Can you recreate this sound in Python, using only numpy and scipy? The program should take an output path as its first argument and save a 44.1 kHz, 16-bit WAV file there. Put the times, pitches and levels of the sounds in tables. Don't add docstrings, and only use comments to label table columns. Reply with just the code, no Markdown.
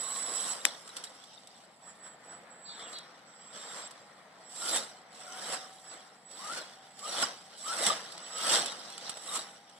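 import sys
import numpy as np
from scipy import signal
from scipy.fft import rfft, irfft, next_fast_len
from scipy.io import wavfile
from scipy.ndimage import uniform_filter1d

SR = 44100
rng = np.random.default_rng(int(sys.argv[2]) if len(sys.argv) > 2 else 0)


def unload_audio(sound):
    columns = np.transpose(np.atleast_2d(sound))
    steps = np.round(np.clip(columns, -1, 1) * 32767)
    wavfile.write(sys.argv[1], SR, steps.astype(np.int16))


N = 431723
T = np.arange(N) / SR
FFT_SIZE = next_fast_len(N)
BIN_HZ = np.maximum(np.fft.rfftfreq(FFT_SIZE, 1 / SR), 1)

# frequency in Hz, relative spectral density in dB.
BRIGHT_RUSH_SPECTRUM = [(1800, -33), (2500, -8.5), (3000, 3), (3800, 4), (4650, -2.5), (5300, 1),
                        (5900, 0.5), (6600, -11.5), (7000, -33)]
BODY_SPECTRUM = [(35, -69), (60, -31.5), (187, -7.5), (411, -8.5), (481, -2), (725, -1), (918, -5),
                 (1300, -2), (1750, -7.5), (1960, -5.5), (2600, -18.5), (3380, -18), (5720, -120)]
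HISS_SPECTRUM = [(6200, -60), (6700, -9.5), (7300, 0), (7800, 7), (8400, 2), (9200, -10), (10200, -5),
                 (11300, -16.5), (12600, -17), (13500, -58)]


def chain_and_tyres():
    bright, body, hiss = surge_gains()
    grain = undb(3.5 * walk(900) + 0.77 * walk(60) + 1.7 * walk(21))
    high = patchy(grain * rng.standard_normal((2, N)), patch_db=3.5)
    low = patchy(grain ** 0.24 * rng.standard_normal((2, N)), patch_db=2.0)
    return (bright * colour(high, BRIGHT_RUSH_SPECTRUM) + body * colour(low, BODY_SPECTRUM)
            + hiss * colour(high, HISS_SPECTRUM))


# release in seconds, seconds of drive before it, climb in dB per second,
# rattle at release in dB, fall in dB per second, then the peaks of bright band, body and hiss in dB.
SURGE_EVENTS = [(.52, .9, 10, -0.5, 73, -45.5, -45, -41), (0.664, 0.014, 500, 4, 88, -39.5, -40, -43),
                (1.0, 0.14, 42, 0.5, 32, -55, -52.5, -65), (1.89, .08, 122, 2, 118, -61.5, -54, -63),
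                (2.07, 0.11, 90, 3, 58, -62.5, -52, -61), (2.33, 0.13, 80, 3, 50, -62, -51.5, -62),
                (2.82, .13, 61, 1.5, 22.5, -57, -49, -59.5), (2.931, .04, 148, 5, 90, -53, -47, -50.5),
                (3.56, 0.026, 196, 3.5, 33, -49, -50, -56), (3.801, 0.26, 41.5, 0.5, 74, -50, -46.5, -50),
                (4.67, 0.16, 124, -4, 148, -44.5, -47, -43),
                (4.761, 0.093, 84, 2.5, 122, -34.5, -36, -30.5),
                (5.538, 0.41, 48, 4.5, 93, -38.5, -37.5, -39), (5.94, .09, 85, 0.5, 63, -54, -51, -58),
                (6.45, .14, 56, 2.5, 25, -49, -48, -50), (6.58, 0.14, 58, 2.5, 111, -41.5, -42, -42.5),
                (7.06, .07, 96, -1, 26, -50.5, -52.5, -50.5), (7.229, .15, 72, 3.5, 131, -33.5, -34, -35),
                (7.68, 0.1, 120, 2.5, 29, -45.5, -48.5, -44), (7.88, 0.21, 85, 2, 112, -30, -31, -29.5),
                (8.54, 0.31, 103, 0, 95, -28, -31, -29.5), (9.08, .06, 66, 0.5, 60, -46.5, -48, -57),
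                (9.36, .14, 100, 1.5, 87, -41, -41, -37)]
# time in seconds, then bright band, body and hiss in dB.
ROLLING_LEVELS = [(0, -65, -61, -58), (.85, -68, -63.5, -59.5), (1.3, -60.5, -67, -66),
                  (1.7, -69.5, -61.5, -70.5), (1.8, -83, -71, -70.5), (2.5, -78, -57, -71.5),
                  (3.1, -72, -69, -78), (3.5, -65, -58.5, -72), (4.001, -73, -60, -69.5),
                  (4.4, -68.5, -58.5, -71.5), (5.05, -72, -58.5, -84), (5.75, -65, -63.5, -60.5),
                  (6.23, -80, -64, -71.5), (6.85, -73, -70, -69.5), (7.45, -64, -62.5, -66.5),
                  (8.15, -55, -53, -60.5), (8.9, -52.5, -52.5, -58), (9.2, -59.5, -62, -58.5),
                  (9.6, -66, -64, -73), (9.79, -64, -61.5, -66)]


def surge_gains():
    take_up_db_per_s, rattle_s, shut_s = 345, 0.013, 0.039
    times, *levels = np.transpose(ROLLING_LEVELS)
    power = np.array([undb(2 * np.interp(T, times, db)) for db in levels])
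    for release, driven, climb, rattle_db, fall, *peak_db in SURGE_EVENTS:
        here = slice(max(int((release - 1) * SR), 0), int((release + 1) * SR))
        t = T[here] - release
        after = np.maximum(t, 0)
        db = climb * np.minimum(t, 0) - fall * after
        db += take_up_db_per_s * np.minimum(t + driven, 0)
        db -= rattle_db * (1 - np.exp(-np.abs(t) / rattle_s))
        shut_db = np.outer([3.5, 1, 9], 1 - np.exp(-after / shut_s))
        power[:, here] += undb(2 * (np.array(peak_db)[:, None] + db - shut_db))
    return np.sqrt(power)


# start, time to peak and length in seconds, pitch in
# Hz, peak in dB, swell up to it in dB, final sideband spread in Hz, sidebands against the tone in dB.
BLIPS = [(0, 0.54, 0.54, 7795, -43.5, -4.5, 128, -18), (1.819, 0.073, .12, 7860, -52.5, 14, 650, -4),
         (1.999, 0.054, 0.15, 7855, -51, 9, 500, -8), (2.238, 0.11, 0.16, 7840, -50.5, 13, 151, -12),
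         (2.501, 0.45, .46, 7820, -60, 9.5, 219, 3.5), (3.259, 0.64, 0.62, 7830, -57, 14, 351, 3.5),
         (4.436, 0.2, 0.24, 7810, -43, 21.5, 420, -5), (5.09, .21, 0.25, 7825, -61.5, 3.5, 425, -14),
         (5.841, 0.07, .13, 7840, -48, 14, 376, -12), (6.253, 0.13, .17, 7840, -54, 7, 415, -13),
         (6.902, 0.19, .2, 7810, -48.5, 22, 428, -18), (7.552, 0.11, .15, 7820, -47, 23, 398.6, -11),
         (8.175, 0.19, 0.23, 7822, -43.5, 18, 420, -17), (9.157, 0.15, .16, 7845, -57, 0, 402, -16)]
# multiple of the spread, relative level in dB.
SIDEBAND_LEVELS = [(-2, -13), (-1, 1.5), (1, -3.5), (2, -16)]
# time in seconds, pitch in Hz, level in dB.
OPENING_WHINE = [
    [(0, 3980, -55.5), (.55, 4010, -62)],
]


def controller():
    fade_db, start_spread_hz = 13.5, 99
    tone_tracks, spread_tracks = [], []
    for start, rise, length, pitch, db, swell_db, top_spread_hz, side_db in BLIPS:
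        peak, end = start + min(rise, length), start + length
        tone_tracks.append([(start, pitch, db - swell_db), (peak, pitch, db), (end, pitch, db - fade_db)])
        spread_tracks.append([(start, start_spread_hz, side_db), (end, top_spread_hz, side_db)])
    hz, gain = follow(tone_tracks)
    spread, side_gain = follow(spread_tracks)
    sidebands = sum(undb(db) * wobbly(hz + order * spread, 35, 6, 70) for order, db in SIDEBAND_LEVELS)
    flicker = undb(3 * walk(30))
    switching = gain * flicker * (wobbly(hz, 7.4, 5.1, 50) + side_gain * sidebands)
    whine_hz, whine_gain = follow(OPENING_WHINE)
    return switching + whine_gain * wobbly(whine_hz, 66, 6.6, 110)


# start and length in seconds, starting pitch in Hz,
# climb in Hz per second, level after the attack in dB, swell to the end in dB.
GEAR_RUNS = [(0, .58, 1088, -19, -55.5, -3.5), (4.58, 0.13, 1340, 751, -51.5, 2),
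             (5.202, 0.16, 1300, 999, -53, -1), (6.379, 0.23, 1020, 2496.5, -46, -2.5),
             (7.014, 0.091, 1097, 3202, -44, -9), (7.635, .12, 1176, 2254, -43.5, 0.5),
             (8.294, .2, 1247, 500.5, -54, 12), (9.272, .11, 1100, 1799, -45.5, -2)]


def gears():
    top_hz, attack_s, attack_db = 1467, 0.043, 15
    tracks = [[(start, pitch, db - attack_db),
               (start + attack_s, pitch + climb * attack_s, db),
               (start + length, pitch + climb * length, db + swell_db)]
              for start, length, pitch, climb, db, swell_db in GEAR_RUNS]
    hz, gain = follow(tracks, fade_s=0.025)
    hz = np.minimum(hz, top_hz)
    rasp = undb(4.5 * walk(40))
    return gain * rasp * (wobbly(hz, 35, 5, 90) + undb(-2) * wobbly(hz, 110, 5, 200))


# start in seconds, peak in dB, relative low body in dB,
# seconds to die away by 60 dB.
PART_TICKS = [(.161, -30, 5, 0.029), (0.876, -36, -7.5, 0.04), (0.8905, -39, 3.5, 0.029),
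              (0.9653, -28.5, -7, 0.06), (1.038, -30, -12, 0.091), (1.2386, -42, -14, 0.036),
              (1.4722, -40, -18, 0.025), (2.9856, -36.5, -9, 0.022), (3.909, -39.5, -7, 0.04),
              (4.826, -35, 7, 0.034), (5.1497, -44.5, -5, 0.041), (6.312, -41.5, -5, 0.047),
              (6.9903, -36.5, -10, 0.04), (7.225, -22, -5, 0.021), (7.8644, -15.5, -36, 0.03),
              (7.9014, -37, -6, 0.04), (8.12, -36, -13, 0.04), (8.1778, -36, 1, 0.028),
              (8.382, -29, 0, 0.04), (8.659, -22.5, -7, 0.027), (8.7192, -30.5, 8, 0.035),
              (8.9007, -37.5, -4, 0.027), (8.979, -30.5, -5, 0.015), (9.0938, -24.5, -4, 0.054),
              (9.17, -34.5, 2, 0.045), (9.696, -47, -2, .025)]


def loose_parts():
    out, t = np.zeros((2, N)), T[:SR // 12]
    rise_s = 0.001
    bright, hiss, body = (colour(rng.standard_normal((2, N)), spectrum)
                          for spectrum in (BRIGHT_RUSH_SPECTRUM, HISS_SPECTRUM, BODY_SPECTRUM))
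    high = bright + undb(2.5) * hiss
    for start, peak_db, body_db, t60 in PART_TICKS:
        here = slice(int(start * SR), int(start * SR) + len(t))
        envelope = (1 - np.exp(-t / rise_s)) * undb(-60 * t / t60)
        rattle = (high[:, here] + undb(body_db) * body[:, here]) * envelope
        add(out, start, undb(peak_db) * rattle / np.abs(rattle).max())
    return out


# start in seconds, peak in dB,
# gain from 0 to 1 of the part that both ports share.
SNAP_HITS = [(0.6524, -4, 1), (0.661, -31, 0.5)]
# frequency in Hz, relative level in dB, seconds to die away by 60 dB.
PLASTIC_MODES = [(1290, -36, 0.0052), (1940, -7, 0.0064), (2350, 4.5, 0.0029), (3150, 3.5, 0.0031),
                 (5800, 3, 0.0038), (7600, -2, 0.011), (9040, -13.5, 0.011), (10570, -1, 0.0034),
                 (11900, -13, 0.0041)]


def plastic_snaps():
    out, t = np.zeros((2, N)), T[:SR // 8]
    hz, db, t60 = np.transpose(PLASTIC_MODES)[:, :, None]
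    attack = 1 - np.exp(-t / 0.0003)
    for start, peak_db, shared in SNAP_HITS:
        detune = 1 + 0.02 * rng.standard_normal((2, len(hz), 1))
        modes = undb(db - 60 * t / t60) * np.sin(2 * np.pi * hz * detune * t)
        snap = attack * modes.sum(axis=1)
        add(out, start, undb(peak_db) * snap / np.abs(snap).max() * np.array([[shared], [1]]))
    return out


# start in seconds, peak in dB, pitch in Hz.
PIP_NOTES = [(0.6115, -45, 3830), (0.6848, -40, 3460), (0.7044, -44, 3910), (0.7467, -47, 3630),
             (0.8969, -47, 3900), (1.068, -46, 3870), (1.235, -49, 3420), (1.3743, -47, 3680),
             (7.2344, -28.5, 5247), (8.7211, -40, 3797), (9.288, -36, 3765), (9.39, -37, 3840),
             (4.668, -40, 1390), (7.226, -26.5, 1412), (7.232, -27.5, 1126), (7.9, -21.5, 1200),
             (7.926, -32.5, 1250)]


def pips():
    out, t = np.zeros((2, N)), T[:SR // 8]
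    rise_s = 0.0043
    envelope = (t / rise_s * np.exp(1 - t / rise_s)) ** 2
    for start, peak_db, hz in PIP_NOTES:
        phase = rng.uniform(0, 2 * np.pi, (2, 1))
        add(out, start, undb(peak_db) * envelope * np.sin(2 * np.pi * hz * t + phase))
    return out


# start and length in seconds, starting pitch in Hz,
# fall in Hz per second, level at mid-chirp in dB.
CHIRPS = [(2.651, 0.098, 4314, 6000, -44.5), (2.754, 0.13, 3750, 3850, -46),
          (2.923, 0.079, 3960, 2630, -44)]


def bird():
    edge_db = 10
    tracks = [[(start + share * length, pitch - fall * share * length, db - softer_db)
               for share, softer_db in ((0, edge_db), (0.5, 0), (1, edge_db))]
              for start, length, pitch, fall, db in CHIRPS]
    hz, gain = follow(tracks, fade_s=0.016)
    call = gain * sum(undb(db) * wobbly(hz * ratio, 300, 7, 260)
                      for ratio, db in ((0.9, -11), (1.0, -7), (1.12, -11)))
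    t = T[:SR // 4]
    walls = rng.standard_normal(len(t)) * undb(-60 * t / 0.31)
    return call + undb(-1) * signal.fftconvolve(call, walls / np.linalg.norm(walls))[:N]


# time in seconds, pitch in Hz, level in dB.
HUM_TRACKS = [
    [(1.8, 1850, -71), (1.9, 1810, -69), (2.1, 1820, -68), (2.4, 1734, -72), (2.8, 1702, -66),
     (3.2, 1843, -75), (4.15, 1830, -73), (4.3, 1837, -72)],
    [(4.4, 737, -63.5), (5.15, 751, -69.5), (5.3, 743, -55.5), (5.65, 756.5, -57.5), (6.3, 760, -73),
     (7.0, 772, -65), (8.2, 785, -69), (9.4, 799.4, -59.5), (9.79, 802, -72)],
]


def far_hums():
    hz, gain = follow(HUM_TRACKS, fade_s=0.1)
    return gain * wobbly(hz, 12, 2.5, 40)


# frequency in Hz, relative spectral density in dB.
BACKGROUND_SPECTRUM = [(25, -8), (70, -10.5), (190, 3.5), (370, -7.5), (500, -4.5), (800, 3.5),
                       (1450, -19.5), (1900, -8), (2600, -16.5), (3600, -12.5), (5000, -18.5), (6600, -44),
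                       (7800, -42), (9300, -52), (13000, -28), (13600, -67)]


def traffic_and_wind():
    level_db = -62 + 1.3 * walk(1.5) + 0.6 * walk(9)
    return undb(level_db) * colour(rng.standard_normal((2, N)), BACKGROUND_SPECTRUM)


def undb(db):
    return 10 ** (np.asarray(db) / 20)


def unit(x):
    return x / np.sqrt(np.mean(x ** 2))


def over_hz(table):
    hz, value = np.transpose(table)
    return np.interp(np.log(BIN_HZ), np.log(np.maximum(hz, 1)), value)


def colour(x, spectrum):
    return unit(irfft(rfft(x, FFT_SIZE) * undb(over_hz(spectrum)), FFT_SIZE)[:, :N])


def walk(rate):
    hold = int(SR / rate)
    steps = np.repeat(rng.standard_normal(N // hold + 1), hold)
    return 0.66 * uniform_filter1d(uniform_filter1d(steps, hold), hold)[:N]


def follow(tracks, fade_s=0.0053):
    times, hz, db = np.concatenate(tracks).T
    on = sum((T >= rows[0][0]) & (T <= rows[-1][0]) for rows in tracks)
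    gate = uniform_filter1d(1.0 * on, int(fade_s * SR))
    return np.interp(T, times, hz), undb(np.interp(T, times, db)) * gate


def wobbly(hz, wander_hz, flicker_db, rate):
    phase = 2 * np.pi * np.cumsum(hz + wander_hz * walk(rate)) / SR
    return np.sqrt(2) * np.sin(phase) * undb(flicker_db * walk(rate))


def patchy(x, patch_db):
    bands = signal.stft(x, nperseg=512)[2]
    flare = uniform_filter1d(rng.standard_normal(bands.shape[1:]), size=3, axis=0)
    flare = uniform_filter1d(flare, size=5, axis=1)
    return signal.istft(bands * undb(patch_db * unit(flare)), nperseg=512)[1][:, :N]


def add(out, start, sound):
    i = int(start * SR)
    out[:, i:i + sound.shape[1]] += sound[:, :N - i]


def scene():
    tones = controller() + gears() + bird() + far_hums()
    clatter = chain_and_tyres() + loose_parts() + plastic_snaps() + pips()
    return clatter + traffic_and_wind() + np.array([tones, 0.42 * np.roll(tones, 37)])


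# frequency in Hz, left minus right in dB.
PORT_BALANCE = [(60, -0.5), (110, 0.0), (200, 1.0), (360, 1.0), (660, 1.5), (1200, 3.0), (2190, 2.0),
                (3990, -0.5), (7270, -7.0), (13200, 4.0)]
# frequency in Hz, lead of the left in radians.
PORT_PHASE = [(0, 0), (1980, -0.1), (2330, -0.5), (2930, -7.1), (3700, -6.6), (4050, -6.8), (4480, -9.5),
              (5080, -9.6), (6120, -7.5), (7920, -13.4), (9040, -13.0), (9390, -15.1), (10900, -15.4),
              (13400, -18.6)]
# frequency in Hz, likeness from 0 to 1.
PORT_LIKENESS = [(40, 0.8), (130, 0.87), (300, 0.88), (700, 0.84), (1500, 0.32), (3000, 0.63), (8000, 0.21),
                 (13000, 0)]


def record(dry):
    low_hz, top_hz = 122, 13350
    likeness, lead = over_hz(PORT_LIKENESS), over_hz(PORT_PHASE)
    shared, apart = rfft(dry, FFT_SIZE)
    shared *= np.sqrt((1 + likeness) / 2)
    apart *= np.sqrt((1 - likeness) / 2)
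    skew = undb(over_hz(PORT_BALANCE) / 2) * np.exp(0.5j * lead)
    left, right = (shared + apart) * skew, (shared - apart) / skew
    centre = np.sqrt((np.abs(skew) ** 2 + np.abs(skew) ** -2 + 2 * likeness * np.cos(lead)) / 4)
    ports = irfft(np.array([left, right]) / centre, FFT_SIZE)[:, :N]
    bass_cut = signal.butter(2, low_hz, "high", fs=SR, output="sos")
    top_cut = signal.ellip(12, 0.2, 100, top_hz, fs=SR, output="sos")
    return signal.sosfilt(top_cut, signal.sosfilt(bass_cut, ports))


dry = scene()
out = record(dry)
unload_audio(out)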